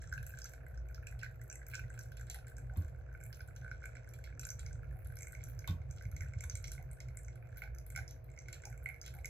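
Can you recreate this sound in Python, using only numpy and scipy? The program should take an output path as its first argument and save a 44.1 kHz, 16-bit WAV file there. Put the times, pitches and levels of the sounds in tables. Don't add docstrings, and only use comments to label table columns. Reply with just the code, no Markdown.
import sys
import numpy as np
from scipy import signal
from scipy.fft import rfft, irfft, next_fast_len
from scipy.io import wavfile

SR = 44100
rng = np.random.default_rng(int(sys.argv[2]) if len(sys.argv) > 2 else 0)


def output_pcm(signal):
    pcm = np.clip(np.atleast_2d(signal).T, -1, 1) * 32767
    wavfile.write(sys.argv[1], SR, np.round(pcm).astype(np.int16))


N = 409688

# t/s, tick f/Hz, tick level/dB, tick top level/dB, low edge level/dB,
# first air mode level/dB, second air mode f/Hz, second air mode level/dB
CLEAR_POPS = [(0.0213, 7440, -48.5, -52, -63, -53, 1960, -57),
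              (0.1254, 5430, -44.5, -50, -56, -33, 1950, -54),
              (0.1377, 7040, -44, -56, -70, -40, 2040, -61), (0.158, 6950, -69, -72, -73, -44.5, 1920, -71),
              (0.1776, 6310, -55, -60, -55, -39, 2560, -48), (0.228, 7250, -52, -45, -58, -50.5, 2120, -66),
              (0.2654, 7150, -43, -37, -61, -52.5, 2560, -58),
              (0.2938, 9100, -61, -38, -67, -55, 2520, -59), (0.3374, 7500, -56, -69, -68, -44, 2040, -63),
              (0.373, 7000, -51, -71, -57, -49, 2470, -64), (0.3874, 6850, -41.5, -44, -58, -49, 2480, -63),
              (0.418, 5340, -37.5, -57, -67, -53, 2430, -74),
              (0.443, 5630, -35.5, -42, -67, -55, 2310, -77), (0.4558, 6940, -42, -55, -51, -49, 2200, -78),
              (0.494, 7340, -51, -48, -77, -58, 2460, -79),
              (0.5352, 7480, -48, -52, -61, -50.5, 2250, -54.5),
              (0.946, 5570, -42.5, -50, -59, -56, 2470, -70),
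              (1.0693, 7560, -40.5, -51, -57, -52, 2500, -43),
              (1.2312, 6700, -45.5, -52, -48, -36, 2400, -44.5),
              (1.244, 6160, -52, -52, -57, -47, 2070, -48), (1.5, 6400, -37.5, -60, -77, -52, 2370, -54),
              (1.527, 7400, -38.5, -61, -75.5, -62, 2500, -50),
              (1.5558, 7550, -40.5, -52, -82, -58, 2010, -50),
              (1.666, 7400, -47.5, -47, -80, -57, 2340, -59), (1.6843, 9300, -67, -31, -80, -71, 2170, -63),
              (1.7134, 8110, -60, -52, -60, -59, 2480, -54),
              (1.7354, 6970, -62, -61, -48, -41.5, 2280, -40.5),
              (1.7439, 7500, -42, -53, -49, -42, 2480, -43),
              (1.753, 6100, -31.5, -48, -51, -40.5, 2500, -48),
              (1.7924, 6200, -64, -50, -55.5, -42, 2390, -47), (1.902, 7600, -48, -78, -82, -48, 1940, -59),
              (1.976, 7510, -59, -56, -61, -49, 2470, -57), (1.991, 6750, -40, -44, -73, -46, 2430, -63),
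              (2.1182, 5740, -56, -53, -55, -49, 2470, -68),
              (2.1695, 7000, -49.5, -51, -52, -58, 2500, -57),
              (2.211, 6800, -46, -53, -63, -48.5, 2370, -68),
              (2.2994, 6950, -34, -41.5, -42, -59, 2490, -64),
              (2.3115, 7600, -59, -43, -63, -66, 2070, -61),
              (2.344, 7440, -47, -39.5, -48, -49.5, 1970, -49),
              (2.3575, 8850, -56, -48, -58, -68, 2000, -61), (2.4814, 7800, -52, -49, -64, -57, 2250, -71),
              (2.582, 7900, -47.5, -53, -72, -50, 2460, -62), (2.6967, 5920, -80, -88, -74, -49, 2120, -62),
              (2.7716, 7800, -53.5, -41.5, -59, -63, 2240, -75),
              (3.149, 6110, -86, -69, -89, -46, 2240, -51.5),
              (3.237, 7800, -44.5, -43, -80, -71, 2220, -58), (3.2535, 8050, -56, -52, -75, -66, 2270, -57),
              (3.2624, 9160, -64, -44, -82, -61, 2250, -56),
              (3.3282, 4670, -39.5, -47, -53.5, -54, 2270, -72),
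              (3.4057, 5230, -47.5, -72, -56, -44.5, 2320, -53.5),
              (3.475, 9450, -58, -51, -66, -65, 2240, -76), (3.6453, 8500, -60, -71, -72, -43.5, 2070, -61),
              (3.662, 8250, -77, -79, -80, -44.5, 2260, -63),
              (3.7133, 5600, -51.5, -63, -59, -37.5, 2230, -48),
              (3.839, 5490, -60, -59, -67, -42.5, 2220, -48.5),
              (3.8558, 7360, -42, -51, -79, -43.5, 2280, -43),
              (3.9682, 6070, -54, -72, -73, -50, 2290, -50),
              (4.1365, 7000, -49.5, -50, -55, -70, 2320, -56),
              (4.24, 7000, -49.5, -53, -49, -84, 2180, -50),
              (4.3949, 7000, -34, -40, -59, -51.5, 2520, -53), (4.413, 6940, -44, -51, -59, -66, 2480, -57),
              (4.4318, 7450, -49, -48, -50, -56, 2470, -51),
              (4.4518, 6700, -31.5, -44, -62, -48.5, 2410, -54),
              (4.468, 8030, -52, -41, -71, -46.5, 2360, -54), (4.4897, 5700, -35, -54, -70, -53, 2210, -59),
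              (4.5033, 6400, -32.5, -39, -75, -57, 2260, -60), (4.515, 6610, -64, -63, -74, -52, 2260, -54),
              (4.5931, 7100, -39, -55, -48, -57, 2240, -69), (4.663, 5400, -41, -58, -58, -58, 2200, -50),
              (4.7296, 7360, -46, -76, -76, -62, 2230, -64), (5.071, 8970, -60, -45, -70, -81, 2250, -78),
              (5.1692, 5840, -47.5, -45, -66, -54, 2240, -55),
              (5.188, 7300, -43.5, -50, -65, -67, 2230, -54), (5.2082, 7340, -42, -50, -76, -63, 2190, -49),
              (5.2212, 7500, -41, -42.5, -78, -73, 2110, -49),
              (5.2305, 6960, -37.5, -49, -80, -82, 2310, -49.5),
              (5.2704, 7400, -40.5, -56, -75, -56, 2150, -44.5),
              (5.282, 8690, -54, -49, -78, -59, 2340, -55), (5.322, 7840, -44.5, -45, -69, -68, 2330, -68),
              (5.35, 6250, -49.5, -72, -70, -53, 2190, -44), (5.408, 5400, -62, -80, -67, -61, 2230, -50.5),
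              (5.4385, 6900, -40.5, -44.5, -66, -67, 2170, -65),
              (5.4857, 9080, -72, -44.5, -71, -57, 2380, -60),
              (5.591, 5600, -41.5, -49, -71, -55, 2330, -65), (5.6427, 5790, -66, -61, -68, -50, 2190, -45),
              (5.6754, 6600, -41.5, -35, -51, -58, 2540, -54), (5.708, 5500, -47, -62, -53, -73, 2420, -64),
              (5.9105, 7100, -43, -57, -85, -64, 2330, -60),
              (6.0097, 6190, -63, -67, -72, -49.5, 2020, -54),
              (6.053, 6000, -53.5, -61, -67, -59, 2190, -49), (6.1149, 6560, -55, -51, -66, -69, 2200, -66),
              (6.1647, 6850, -43, -49.5, -56, -61, 2140, -45.5),
              (6.2075, 6300, -42, -55, -71, -50, 2190, -42.5),
              (6.2192, 7170, -67, -49, -72, -52, 1940, -45),
              (6.3355, 7000, -51, -74, -66, -55.5, 2190, -47),
              (6.4072, 6700, -37.5, -48, -73, -62, 2190, -44.5),
              (6.424, 6760, -52, -60, -68, -74, 2460, -59), (6.439, 7000, -39, -44, -63, -46, 2250, -47.5),
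              (6.4979, 6050, -31, -51, -54, -69, 2150, -60), (6.5539, 6900, -32, -42, -50, -56, 2190, -46),
              (6.573, 7800, -42, -54, -67, -73, 2160, -56),
              (6.642, 5950, -36.5, -46, -43.5, -56, 2170, -44.5),
              (6.68, 5800, -40, -54, -63, -71, 2200, -49),
              (6.7176, 6900, -37, -39.5, -48.5, -52.5, 2220, -66),
              (6.734, 8500, -44, -51, -67, -64, 2350, -70), (6.7787, 6550, -70, -77, -72, -56, 2150, -47),
              (6.9133, 8800, -43, -57, -68, -67, 2190, -58.5),
              (6.9307, 8500, -51, -47, -84, -73, 2180, -62), (7.0033, 6500, -41, -55, -53, -65, 2130, -49),
              (7.1715, 7900, -35, -51, -72, -61, 2130, -51),
              (7.2828, 6400, -48.5, -79, -71, -57, 2160, -50),
              (7.5716, 6030, -52, -42, -62, -63, 2200, -55), (7.579, 9500, -69, -36, -63, -54.5, 2160, -59),
              (7.6194, 6920, -60, -49, -52, -44.5, 2190, -37),
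              (7.6364, 5870, -54, -58, -62, -46, 2330, -47),
              (7.7848, 5960, -44.5, -49, -85, -71, 2200, -66),
              (7.8635, 9500, -57, -42, -65, -66, 2100, -63),
              (7.9021, 7400, -44.5, -43, -62, -62, 2190, -52.5),
              (7.9505, 6690, -56, -67, -57, -54, 2210, -44), (7.961, 6470, -33, -37, -49, -40, 2190, -36.5),
              (7.975, 6070, -41, -51, -57, -40, 2200, -42), (7.9879, 6400, -61, -61, -62, -40.5, 2190, -42),
              (7.9955, 6600, -62, -60, -68, -52, 2260, -53), (8.079, 5650, -41, -60, -72, -78, 2130, -61),
              (8.1092, 6100, -44, -50, -58, -73, 2230, -73),
              (8.3757, 6160, -57, -66, -71, -73, 2150, -46.5),
              (8.3893, 5860, -42, -64, -78, -76, 2140, -52),
              (8.484, 6800, -47.5, -53, -54.5, -50, 2180, -44),
              (8.5282, 6960, -37, -46, -43.5, -59, 2240, -47.5),
              (8.636, 7650, -53, -74, -61, -50, 2120, -50), (8.6539, 6000, -35, -43, -70, -59, 2370, -49.5),
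              (8.859, 7900, -49, -51, -62, -49, 2130, -29), (8.8788, 6990, -72, -64, -74, -68, 2130, -59),
              (8.8882, 6700, -55, -43.5, -68, -59, 2190, -37.5),
              (8.8988, 8140, -69, -62, -75, -65, 2200, -41), (8.9121, 6530, -71, -61, -82, -57, 2150, -57),
              (8.9428, 5320, -58, -59, -72, -68, 2200, -47),
              (9.0144, 5540, -36.5, -49, -69, -77, 2120, -64),
              (9.0618, 6900, -41, -44, -43.5, -62, 2150, -66),
              (9.0785, 6450, -46, -55, -53, -53.5, 2150, -56), (9.149, 9500, -66, -46, -73, -70, 2070, -68),
              (9.1868, 8650, -58, -53, -63, -64, 2200, -51.5),
              (9.2454, 7240, -44, -55, -60, -61, 2160, -37),
              (9.2564, 5960, -34, -40.5, -56, -56, 2200, -39.5),
              (2.8208, 7500, -57, -60, -62, -55.5, 2210, -69),
              (2.847, 7500, -57, -69, -72, -56.5, 2210, -69), (2.8801, 7400, -59, -75, -66, -62, 2210, -70),
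              (2.9465, 7500, -74, -73, -79, -58, 2220, -66), (2.9877, 7500, -81, -60, -86, -60, 2200, -73),
              (3.088, 7500, -84, -95, -90, -54.5, 2200, -73),
              (5.8166, 6500, -67, -77, -67, -64, 2200, -58.5),
              (8.3015, 7200, -60, -76, -80, -70, 2190, -61), (8.3165, 7100, -55, -79, -80, -76, 2190, -65),
              (8.3385, 7200, -64, -76, -80, -71, 2190, -61), (0.1148, 7950, -80, -86, -81, -52, 1910, -72),
              (0.132, 7200, -59, -61, -76, -83, 1960, -82), (0.2727, 7490, -48, -57, -71, -83, 1900, -61),
              (0.2845, 5840, -64, -57, -84, -83, 2170, -84), (0.3043, 7440, -52, -65, -81, -58, 2520, -55),
              (0.3216, 7210, -72, -67, -83, -54, 2490, -72), (0.5047, 7450, -66, -60, -81, -62, 1910, -82),
              (0.5221, 7330, -76, -54, -81, -83, 1990, -74),
              (0.6648, 7700, -59, -61, -75, -52.5, 2050, -53),
              (0.6834, 6280, -69, -54, -78, -81, 1950, -62), (0.74, 7530, -69, -81, -87, -55, 1910, -72),
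              (0.7756, 5750, -50.5, -77, -84, -54, 1910, -80),
              (0.8866, 7400, -58, -56, -73, -70, 2350, -59),
              (0.8981, 7310, -76, -81, -84, -55.5, 1910, -75), (1.032, 7470, -82, -62, -84, -54, 2490, -58),
              (1.0829, 7340, -66, -80, -69, -83, 2410, -59), (1.1112, 7450, -55, -56, -74, -76, 1910, -69),
              (1.1238, 7520, -60, -56, -73, -52, 1970, -55), (1.1904, 8400, -54, -56, -50, -83, 2560, -64),
              (1.2134, 5590, -52, -68, -64, -59, 2600, -53), (1.2252, 5010, -66, -76, -67, -60, 1850, -44),
              (1.2615, 5740, -80, -63, -81, -45, 1890, -46), (1.3119, 7550, -64, -60, -75, -56, 1910, -69),
              (1.4145, 7600, -51, -53, -77, -59, 1960, -52), (1.4239, 7500, -63, -63, -84, -67, 1950, -84),
              (1.437, 7540, -73, -48, -85, -84, 1940, -78), (1.4783, 7410, -59, -51, -79, -70, 1910, -77),
              (1.5137, 7460, -48, -71, -73, -51.5, 2540, -56),
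              (1.5411, 7590, -62, -63, -81, -71, 1910, -64),
              (1.6158, 7630, -80, -77, -81, -52, 1930, -51.5),
              (1.6994, 7500, -52, -54, -59, -65, 2120, -58), (1.7274, 5990, -72, -71, -69, -53, 2430, -54),
              (1.7795, 5780, -60, -67, -70, -47, 2480, -82),
              (1.7972, 6070, -80, -81, -81, -83, 2520, -47.5),
              (1.838, 7430, -73, -81, -78, -54.5, 1920, -52), (1.9114, 7860, -67, -81, -79, -60, 1910, -63),
              (1.9284, 7690, -60, -71, -81, -71, 2570, -64), (1.9403, 7750, -52, -54, -61, -58, 2200, -61),
              (2.0025, 7440, -60, -67, -74, -51, 1910, -64), (2.011, 5000, -43.5, -66, -75, -83, 2230, -73),
              (2.028, 7500, -59, -53, -65, -83, 2110, -79), (2.035, 7500, -49, -59, -72, -83, 2120, -73),
              (2.0566, 5810, -69, -53, -84, -56, 2210, -78), (2.1953, 7300, -55, -58, -81, -53, 1930, -57),
              (2.2684, 7480, -54, -64, -60, -59, 2210, -66), (2.2825, 7390, -69, -81, -71, -59, 1930, -68),
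              (2.3227, 7430, -80, -81, -65, -83, 2330, -82), (2.387, 6210, -55, -61, -60, -54, 2540, -60),
              (2.469, 7660, -48.5, -54, -59, -52.5, 2260, -65),
              (2.497, 6370, -61, -51, -81, -65, 1910, -77), (2.5181, 7580, -63, -66, -78, -52.5, 1910, -72),
              (2.5676, 7350, -46.5, -61, -77, -60, 2270, -68),
              (2.5915, 7530, -68, -71, -81, -85, 2210, -66), (3.115, 7360, -81, -86, -90, -55, 1910, -69),
              (3.2034, 7770, -59, -62, -81, -87, 2280, -54.5), (3.211, 7540, -55, -58, -81, -52, 2240, -82),
              (3.2286, 7660, -59, -81, -81, -59, 2250, -56), (3.2955, 9260, -71, -57, -81, -66, 2270, -73),
              (3.346, 6350, -51, -63, -71, -74, 1910, -77), (3.3545, 7450, -80, -81, -65, -83, 1920, -82),
              (3.485, 7640, -56.5, -66, -81, -52.5, 2280, -77),
              (3.5621, 6100, -48.5, -57, -53.5, -54.5, 1910, -73),
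              (3.6196, 7400, -74, -81, -76, -54, 2140, -71), (3.6308, 5290, -78, -72, -74, -51, 1910, -68),
              (3.6786, 8090, -67, -67, -73, -47, 2230, -56),
              (3.8203, 5010, -82, -81, -79, -49.5, 1910, -65),
              (3.8292, 7610, -64, -73, -63, -85, 2190, -54), (3.8779, 7440, -68, -73, -81, -83, 2160, -62),
              (3.8908, 7440, -63, -103, -83, -53, 2200, -64), (3.9554, 5990, -65, -83, -58, -62, 2240, -69),
              (4.0743, 7740, -57, -79, -81, -52.5, 2110, -72), (4.09, 5840, -54, -49, -71, -76, 2120, -84),
              (4.1881, 7900, -62, -57, -71, -54, 1920, -65), (4.261, 5820, -66, -64, -64, -63, 2180, -57),
              (4.3012, 7520, -66, -78, -76, -57, 1910, -60), (4.3254, 5910, -77, -84, -83, -58, 2230, -55),
              (4.6033, 7350, -80, -53, -83, -66, 1910, -74), (4.677, 5770, -68, -76, -68, -74, 2060, -66),
              (4.6846, 6370, -70, -72, -72, -83, 2230, -60), (4.709, 6000, -65, -79, -75, -52.5, 1910, -66),
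              (5.0464, 7860, -57, -51, -60, -81, 2560, -82), (5.1002, 7810, -80, -74, -81, -55, 1910, -65),
              (5.1223, 8440, -71, -51, -82, -54.5, 1910, -65),
              (5.1543, 7560, -69, -46, -62, -85, 2450, -82), (5.202, 7400, -80, -67, -78, -76, 2290, -56),
              (5.2487, 7320, -59, -60, -81, -59, 2150, -78), (5.3298, 7640, -57, -81, -69, -48, 1900, -52),
              (5.39, 5940, -68, -81, -81, -76, 2190, -55), (5.619, 6770, -59, -70, -64, -59, 2160, -59),
              (5.9627, 7040, -53, -58, -67, -63, 2150, -69),
              (6.0235, 5670, -51.5, -52, -78, -59, 2190, -62),
              (6.0342, 7420, -56, -68, -74, -55, 2070, -66), (6.1896, 7340, -63, -70, -78, -76, 2250, -65),
              (6.2593, 7340, -80, -81, -83, -53, 1930, -57),
              (6.3865, 6400, -51, -75, -55.5, -83, 2150, -82), (6.519, 6780, -78, -81, -54, -83, 1910, -82),
              (6.6256, 6100, -68, -54, -68, -83, 2120, -82), (6.6734, 7300, -42, -60, -62, -70, 2150, -82),
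              (6.693, 5930, -63, -81, -61, -69, 2090, -82), (6.709, 5630, -68, -68, -64, -58, 2110, -67),
              (6.7495, 6830, -58, -60, -81, -55, 2230, -60), (6.8008, 6290, -75, -81, -83, -83, 2130, -55),
              (6.8258, 6400, -58, -49, -87, -72, 2140, -59), (7.085, 6600, -55, -59, -65, -62, 2200, -53.5),
              (7.189, 6720, -56, -71, -77, -70, 2230, -57), (7.2326, 7460, -53, -57, -76, -83, 2210, -82),
              (7.2474, 6560, -49.5, -67, -81, -64, 2150, -72), (7.356, 6430, -83, -57, -69, -57, 2170, -73),
              (7.5604, 7250, -61, -78, -71, -54, 1910, -63), (7.5893, 6130, -66, -61, -62, -83, 2230, -58),
              (7.654, 5520, -67, -75, -69, -52, 2220, -57), (7.6748, 5900, -71, -78, -81, -51, 2190, -56),
              (7.7485, 6360, -53, -53.5, -82, -66, 2230, -63), (7.922, 8400, -47, -61, -72, -59, 2190, -67),
              (8.0113, 7220, -72, -66, -81, -61, 2130, -55), (8.021, 7350, -80, -81, -75, -55, 1880, -53),
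              (8.0886, 5670, -53, -54, -57, -77, 2170, -64),
              (8.2424, 8610, -70, -50.5, -71, -75, 2110, -80),
              (8.2894, 6610, -82, -81, -72, -79, 2190, -58.5),
              (8.3634, 6430, -58, -77, -76, -69, 2110, -62), (8.4193, 7450, -57, -68, -81, -83, 2200, -82),
              (8.4581, 6350, -74, -79, -74, -77, 2210, -56), (8.543, 6440, -53, -55, -65, -67, 1920, -64),
              (8.6201, 7100, -49, -79, -70, -63, 1910, -64), (8.683, 5860, -66, -81, -80, -83, 2570, -82),
              (8.6992, 7500, -54, -52, -81, -60, 1900, -62), (8.7264, 6500, -54, -61, -81, -53, 2190, -53),
              (8.7769, 7200, -53.5, -53, -80, -70, 2270, -57),
              (8.8309, 8610, -65, -50, -81, -60, 2160, -67), (8.8405, 8750, -67, -50, -83, -81, 2150, -70),
              (8.9612, 8530, -66, -59, -81, -75, 2180, -54), (9.0298, 6360, -52, -73, -81, -75, 2200, -69),
              (9.0395, 5980, -52, -78, -57, -70, 2160, -57), (9.0525, 6330, -50, -71, -57, -68, 2150, -69),
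              (9.1048, 6130, -58, -62, -59, -63, 2440, -72), (9.139, 7430, -63, -49, -63, -56, 2200, -55)]
# usual f/Hz, rise t/s, left-right level/dB, left lag t/s
AIR_MODES = [(1525, 0.0029, -2, 0.000059), (2190, 0.0015, -4.5, 0.0014)]
# t/s, ticks level/dB, tick tops level/dB, ringing air level/dB
FIZZ_LEVELS = [(0.0, -73, -91, -64.5), (0.31, -84, -92, -71.5), (0.82, -81, -88, -72.5),
               (2.3, -89.5, -87, -72), (2.89, -87, -85.5, -75.5), (4.42, -83, -96, -70.5),
               (4.55, -81.5, -91, -73.5), (4.99, -81.5, -89, -72), (5.3, -83, -87, -71.5),
               (5.85, -88.5, -92.5, -78), (6.44, -81, -87, -70), (6.6, -103, -93, -78),
               (6.75, -86.5, -102, -76), (7.5, -86.5, -91, -75.5), (7.94, -108, -102, -73),
               (8.28, -96, -93, -82.5), (8.49, -90, -97, -71), (9.29, -84.5, -99, -74)]
# f/Hz, level/dB
FIZZ_SIZES = [(3700, 4), (4400, -64), (5200, -9.5), (6000, -1.5), (6700, -45), (7500, -3), (8500, -31),
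              (9500, -49), (10500, 4), (11500, -24), (12500, 2.5), (13700, 9), (15500, 0)]
# f/Hz, level/dB
GLASS_COLOUR = [(2500, 1.5), (3300, -9), (3900, -13), (4800, -11.5), (6200, 2.5), (6800, -8.5), (7400, 1),
                (8100, -1.5), (8700, -1), (9900, -0.5), (11000, 2), (13500, -8.5), (14500, -2),
                (16000, -14)]
# t/s, level/dB
GURGLE_EVENTS = [(1.13, -65), (2.286, -62), (2.348, -59), (2.704, -59), (4.954, -65), (6.78, -59),
                 (7.623, -59), (7.965, -55.5), (8.641, -54), (8.86, -64), (9.146, -58)]
# t/s, level/dB, f/Hz, rattle against thud level/dB,
# clink against thud level/dB, rise t/s, roundness (exponent of the swell), clink lead t/s
THUD_EVENTS = [(2.7628, -27.5, 86.4, -20, -30, 0.028, 4.6, 0.0048),
               (2.846, -33, 73.5, -50, -33, 0.0079, 1.3, .014),
               (5.69, -31.5, 89.4, -13, -15, 0.013, 0.48, 0.015),
               (5.798, -36.5, 105, -51, -52, 0.01, 2.2, .014),
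               (6.054, -32.5, 105, -32.5, -57, 0.012, 1.6, 0.016),
               (6.132, -33.5, 70, -30, -55, 0.009, 1.2, .014), (6.207, -32, 81, -41, -52, 0.011, 1.9, .014),
               (6.282, -36.5, 98, -53, -53, 0.013, 1.9, .014),
               (6.362, -34.5, 86, -46, -41, 0.011, 2.1, .014),
               (6.449, -36.5, 78.4, -34, -23, 0.013, 1.47, .014),
               (6.533, -34.5, 86, -51, -50, 0.012, 2.1, .014)]
# f/Hz, width f/Hz, level/dB
RATTLE_MODES = [(163.2, 13.3, 18.5), (189, 9.4, 10), (250, 24, 6), (290, 26, 9), (352, 23, 3),
                (517, 700, -21)]
# f/Hz, width f/Hz, level/dB
CLINK_MODES = [(640, 120, -8), (950, 90, -5), (1100, 80, 1), (1486, 100, -6), (2080, 250, -12),
               (2450, 250, -12), (3170, 130, -7), (3620, 220, -1), (4300, 900, -18), (6000, 1500, -28)]
# start t/s, length t/s, level/dB
HOOT_EVENTS = [(0.534, 0.15, -75.5), (2.506, 0.16, -72.5), (3.951, 0.052, -72.5), (4.31, 0.14, -71.5),
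               (4.742, 0.064, -72.5), (5.471, 0.034, -68), (8.131, 0.043, -71.5)]
# f/Hz, level per Hz/dB
ROOM_SPECTRUM = [(20, -21.5), (35, -21), (54, 4), (66, 2), (88, -2.5), (108, -2), (130, 1.5), (150, -11),
                 (215, -36), (275, -25.5), (310, -30), (500, -23), (740, -23.5), (860, -33.5), (1300, -36),
                 (2400, -40), (3200, -56.5), (5000, -55), (9000, -76)]
# t/s, level/dB
RUMBLE_LEVELS = [(0.0, -45.5), (0.67, -50.5), (1.11, -46.5), (1.29, -51), (2.38, -52), (2.51, -50.5),
                 (3.78, -50.5), (4.22, -52.5), (4.47, -48), (5.33, -49.5), (5.59, -45), (6.0, -49.5),
                 (6.34, -45), (7.14, -48), (8.87, -51.5), (9.29, -49)]
# f/Hz, left-right likeness (0 to 1)
PORT_LIKENESS = [(50, 0.98), (130, 0.91), (290, 0.21), (640, 0.12), (1400, 0.011)]
# f/Hz, left-right level/dB
PORT_BALANCE = [(60, -2.5), (200, 1), (350, -11), (700, -3.5), (2000, 2)]
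# multiple of HUM_HZ, level/dB
HUM_LINES = [(1, -55.5), (2, -60.5), (3, -82), (6, -78), (8, -74.5), (9, -76), (11, -74.5)]
# f/Hz, level/dB
SIDE_LINES = [(495, -84.5)]

TICK_LOW_HZ, TICK_TOP_HZ = 3660, 12360
LOW_RISE_S, LOW_SPRAY_S = 0.00028, 0.0056
SPLASH_DB, SPLASH_RISE_S, SPLASH_WIDTH_HZ = -7, .006, 1300
PLACES = 5
SETTLE_S = 2.06
TOP_EARLY = 0.086
RING_EARLY, RING_SCATTER = 0.027, 0.019
SECOND_EARLY_DB = -4
LEAN_DB_PER_HZ = -0.0029
CLUMP_DB, CLUMPS_PER_S = 8.5, 12.
DROPS_PER_S, DROP_JITTER, DROP_SPREAD_DB = 65, .4, 3.5
PORT_LAG_S, PORT_LEAD_S, PORT_TURN_HZ = 8.8 / 44100, 22 / 44100, 5000
GURGLE_HZ, GURGLE_RISE_S, GURGLE_WIDTH_HZ = 737, 0.018, 150
CLINK_LOW_T60_S, CLINK_HIGH_T60_S, CLINK_SPLIT_HZ = .28, .15, 2800
CLACK_FULL_DB, CLACK_SLOPE = -19, .9
HOOT_HZ = 269.7
SURGE_DB, WASH_DB, WASH_WANDER_DB = 2.5, -51.5, 1.2
HUM_HZ = 58.68
FUZZY_BELOW_HZ, FUZZ_PER_S, FUZZ_SHARE = 400, 14, 0.76
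EDGE_HZ = 16300


def trickle():
    ticks, rings = pops()
    small_ticks, small_rings = fizz()
    spot_now = np.arange(N) // 2000 % PLACES == np.arange(PLACES)[:, None]
    ticks += small_ticks * spot_now
    ticks = shaped(ticks, lambda hz: gain_of(read(GLASS_COLOUR, hz)))
    rings += small_rings

    taps = gain_of(-6) * tail(0.016, 0.0021, channels=PLACES)
    taps += gain_of(-5.5) * tail(.2, .004, channels=PLACES, build=.008)
    taps[:, 0] = 1
    taps[:, 42] = .7
    near = signal.oaconvolve(ticks, taps, axes=1)[:, :N].sum(0)
    pair = np.array([near, shaped(near, right_port)])
    far_taps = tail(.25, .004, channels=2, build=.012)
    pair += gain_of(-8) * signal.oaconvolve(ticks.sum(0)[None], far_taps, axes=1)[:, :N]

    rings += gain_of(-12) * signal.oaconvolve(rings, tail(0.16, .006, channels=1), axes=1)[:, :N]
    rings += gain_of(-6.5) * signal.oaconvolve(rings, tail(0.22, 0.0013, channels=2), axes=1)[:, :N]
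    return pair + rings


def pops():
    ticks, rings = np.zeros((PLACES, N)), np.zeros((2, N))
    splash_band = peaks([(1.07 * TICK_LOW_HZ, SPLASH_WIDTH_HZ, 0)])
    wash = evened(shaped(rng.standard_normal(N + 2000), splash_band))
    wash_shape = swell(np.arange(2000) / SR, SPLASH_RISE_S)
    for n, (row, luck) in enumerate(zip(CLEAR_POPS, rng.random((len(CLEAR_POPS), 22)))):
        s, hz, db, top_db, low_db, first_db, second_hz, second_db = row
        place = ticks[n % PLACES]
        twin_hz = hz * (0.773 + .4 * luck[1])
        twin = 0.66 * tick(twin_hz, 0.00027, luck[2], 0.000605)
        sound = gain_of(db) * (tick(hz, 0.00025, luck[0]) + twin)
        for pitch, turn, late, low_pitch, low_turn, low_late in luck[4:].reshape(3, 6):
            top_hz = TICK_TOP_HZ * (1 + TOP_EARLY * early(s) + .38 * (pitch - .5))
            sound += gain_of(top_db) * tick(top_hz, 0.00018, turn, 0.0022 * late)
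            low_hz = TICK_LOW_HZ * (1 + .3 * (low_pitch - .5))
            sound += gain_of(low_db) * tick(low_hz, LOW_RISE_S, low_turn, LOW_SPRAY_S * low_late)
        add(place, s, sound)
        splash = wash_shape * wash[round(s * SR):][:2000]
        add(place, s, gain_of(low_db + SPLASH_DB) * splash)

        first_hz = AIR_MODES[0][0] * (1 + RING_EARLY * early(s) + RING_SCATTER * (2 * luck[3] - 1))
        add(rings, s, gain_of(first_db) * air(AIR_MODES[0], first_hz, 2 * np.pi * luck[1]))
        add(rings, s, gain_of(second_db) * air(AIR_MODES[1], second_hz, 2 * np.pi * luck[2]))
    return ticks, rings


def fizz():
    ticks, rings, shared = np.zeros(N), np.zeros((2, N)), drops()
    clumps = [evened(gain_of(CLUMP_DB * wander(CLUMPS_PER_S))) for _ in range(2)]
    for hz, db in FIZZ_SIZES:
        is_top = int(hz > 9000)
        train = shared * rng.standard_normal(N) + .4 * sparse(200, 4.)
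        level = gain_of(curve(FIZZ_LEVELS, 1 + is_top) + db) * clumps[is_top]
        blip = tick(hz, .00035, 0)
        ticks += level * evened(signal.oaconvolve(train, blip)[:N])

    second_db = -10.5 + SECOND_EARLY_DB * early(np.arange(N) / SR)
    for mode, db in zip(AIR_MODES, (-5.5, second_db)):
        for detune in .9, .97, 1.01, 1.05, 1.13:
            train = shared * rng.standard_normal(N) + 0.25 * sparse(80, 3.5)
            ring = signal.oaconvolve(train[None], air(mode, mode[0] * detune, 0), axes=1)[:, :N]
            rings += gain_of(curve(FIZZ_LEVELS, 3) + db) * evened(ring)
    return ticks, rings


def tick(hz, rise, turn, lag=0.):
    t = np.arange(500) / SR - lag
    return swell(t, rise) ** 2 * np.sin(2 * np.pi * (hz * t + turn))


def air(mode, hz, phase):
    usual_hz, rise, lean_db, lag = mode
    lean_db = lean_db + LEAN_DB_PER_HZ * max(hz - usual_hz, 0)
    t = np.arange(900) / SR - np.array([[lag], [0]])
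    ring = swell(t, rise) ** 1.6 * np.sin(2 * np.pi * hz * t + phase)
    return gain_of([[lean_db / 2], [-lean_db / 2]]) * ring


def early(s):
    return 1 / (1 + (s / SETTLE_S) ** 4)


def drops():
    gap, size = rng.standard_normal((1200, 2)).T
    at = (np.cumsum(np.exp(DROP_JITTER * gap)) * SR / DROPS_PER_S).astype(int)
    chain = np.zeros(N)
    chain[at[at < N]] = gain_of(DROP_SPREAD_DB * size[at < N])
    return evened(chain)


def sparse(per_s, spread_db):
    size = gain_of(spread_db * np.minimum(rng.exponential(1, N), 4))
    return evened(size * (rng.random(N) < per_s / SR))


def tail(t60, start, channels, build=0.00089):
    t = np.arange(SR // 4) / SR
    envelope = gain_of(-60 * t / t60) * np.clip((t - start) / build, 0, 1)
    taps = rng.standard_normal((channels, len(t))) * envelope
    return taps / np.linalg.norm(taps, axis=1, keepdims=True)


def right_port(hz):
    late = -np.exp(-2j * np.pi * hz * PORT_LAG_S)
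    lead = np.exp(2j * np.pi * hz * PORT_LEAD_S)
    boost_db = 10.2 / (1 + ((hz - PORT_TURN_HZ) / 600) ** 2)
    return np.where(hz > PORT_TURN_HZ, late, lead) * gain_of(boost_db)


def gurgles():
    out, t = np.zeros(N), np.arange(4000) / SR
    noises = rng.standard_normal((len(GURGLE_EVENTS), len(t)))
    for (s, db), noise in zip(GURGLE_EVENTS, noises):
        blur = evened(shaped(noise, peaks([(GURGLE_HZ, GURGLE_WIDTH_HZ, 0)])))
        add(out, s, gain_of(db - 4.5) * swell(t, GURGLE_RISE_S) * blur)
    return out * gain_of([[-1.2], [1.2]])


def thuds():
    out, t = np.zeros((2, N)), np.arange(SR // 6) / SR
    for s, db, hz, rattle_db, clink_db, rise, roundness, lead in THUD_EVENTS:
        boom = swell(t, rise) ** roundness * np.sin(2 * np.pi * hz * t)
        rattle = evened(shaped(rng.standard_normal(len(t)), peaks(RATTLE_MODES)))
        boom += gain_of(rattle_db - 0.5) * swell(t, 0.019) * rattle
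        add(out, s, gain_of(db) * boom * gain_of([[-.6], [.6]]))

        noise = rng.standard_normal((2, len(t)))
        noise = noise + 0.096 * noise[::-1]
        clink = evened(shaped(noise, peaks(CLINK_MODES)))
        high = shaped(clink, lambda f: f > CLINK_SPLIT_HZ)
        low = (clink - high) * gain_of(-60 * t / CLINK_LOW_T60_S)
        clack_db = CLACK_SLOPE * (clink_db - CLACK_FULL_DB)
        clink = high * gain_of(clack_db - 60 * t / CLINK_HIGH_T60_S) + low
        add(out, s - lead, gain_of(db + clink_db) * clink * np.minimum(t / 0.0013, 1))
    return out


def hoots():
    out = np.zeros(N)
    for s, length, db in HOOT_EVENTS:
        t = np.arange(0, length, 1 / SR)
        add(out, s, gain_of(db + 5) * np.sin(np.pi * t / length) * np.sin(2 * np.pi * HOOT_HZ * t))
    return out * gain_of([[2.], [-4.]])


def room():
    def same(hz):
        return np.clip(read(PORT_LIKENESS, hz), 0, 1)

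    def colour(hz):
        side = np.array([[.5], [-.5]])
        return gain_of(read(ROOM_SPECTRUM, hz) + side * read(PORT_BALANCE, hz))

    left, other = rng.standard_normal((2, N))
    right = shaped(left, same) + shaped(other, lambda hz: np.sqrt(1 - same(hz) ** 2))
    pair = evened(shaped(np.array([left, right]), colour))
    low = shaped(pair, lambda hz: 1 / (1 + (hz / 180) ** 8))
    out = gain_of(curve(RUMBLE_LEVELS, 1) + SURGE_DB * wander(6.)) * low
    out += gain_of(WASH_DB + WASH_WANDER_DB * wander(3.1)) * (pair - low)

    t = np.arange(N) / SR
    for hz, db in [(k * HUM_HZ, db) for k, db in HUM_LINES] + SIDE_LINES:
        waver_db = 1.2 + 2.5 * np.exp(-hz / 150)
        turns = hz * t + 0.19 * wander(2.5)
        apart = np.arccos(same(hz)) * np.array([[0], [1]])
        fuzz = FUZZ_SHARE * (hz < FUZZY_BELOW_HZ)
        flutter = 1 - fuzz + fuzz * (wander(FUZZ_PER_S) + 1j * wander(FUZZ_PER_S))
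        line = (flutter * np.exp(1j * (2 * np.pi * turns + apart))).real
        out += gain_of(db + 4.0 + waver_db * wander(4.)) * line
    return out


def gain_of(db):
    return 10 ** (np.asarray(db) / 20)


def evened(x):
    return x / np.sqrt(np.mean(x ** 2) + 1e-20)


def read(points, hz):
    f, value = np.transpose(points)
    return np.interp(np.log(hz + 1), np.log(f + 1), value)


def curve(rows, column):
    rows = np.array(rows)
    return np.interp(np.arange(N) / SR, rows[:, 0], rows[:, column])


def add(mix, s, sound):
    part = mix[..., round(s * SR):][..., :sound.shape[-1]]
    part += sound[..., :part.shape[-1]]


def shaped(x, gain):
    size = next_fast_len(x.shape[-1])
    return irfft(rfft(x, size) * gain(np.fft.rfftfreq(size, 1 / SR)), size)[..., :x.shape[-1]]


def peaks(modes):
    return lambda f: sum(gain_of(db) / (1 + (2 * (f - hz) / width) ** 2) for hz, width, db in modes)


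def swell(t, rise):
    u = np.maximum(t, 0) / rise
    return u * np.exp(1 - u)


def wander(per_s):
    knots = rng.standard_normal(200)
    return np.interp(np.arange(N) / SR * per_s, np.arange(200), knots)


def scene():
    return trickle() + gurgles() + thuds() + hoots() + room()


def record(dry):
    low_pass = signal.firwin(511, EDGE_HZ, window=("kaiser", 9), fs=SR)
    return signal.oaconvolve(dry, low_pass[None], "same")


dry = scene()
out = record(dry)
output_pcm(out)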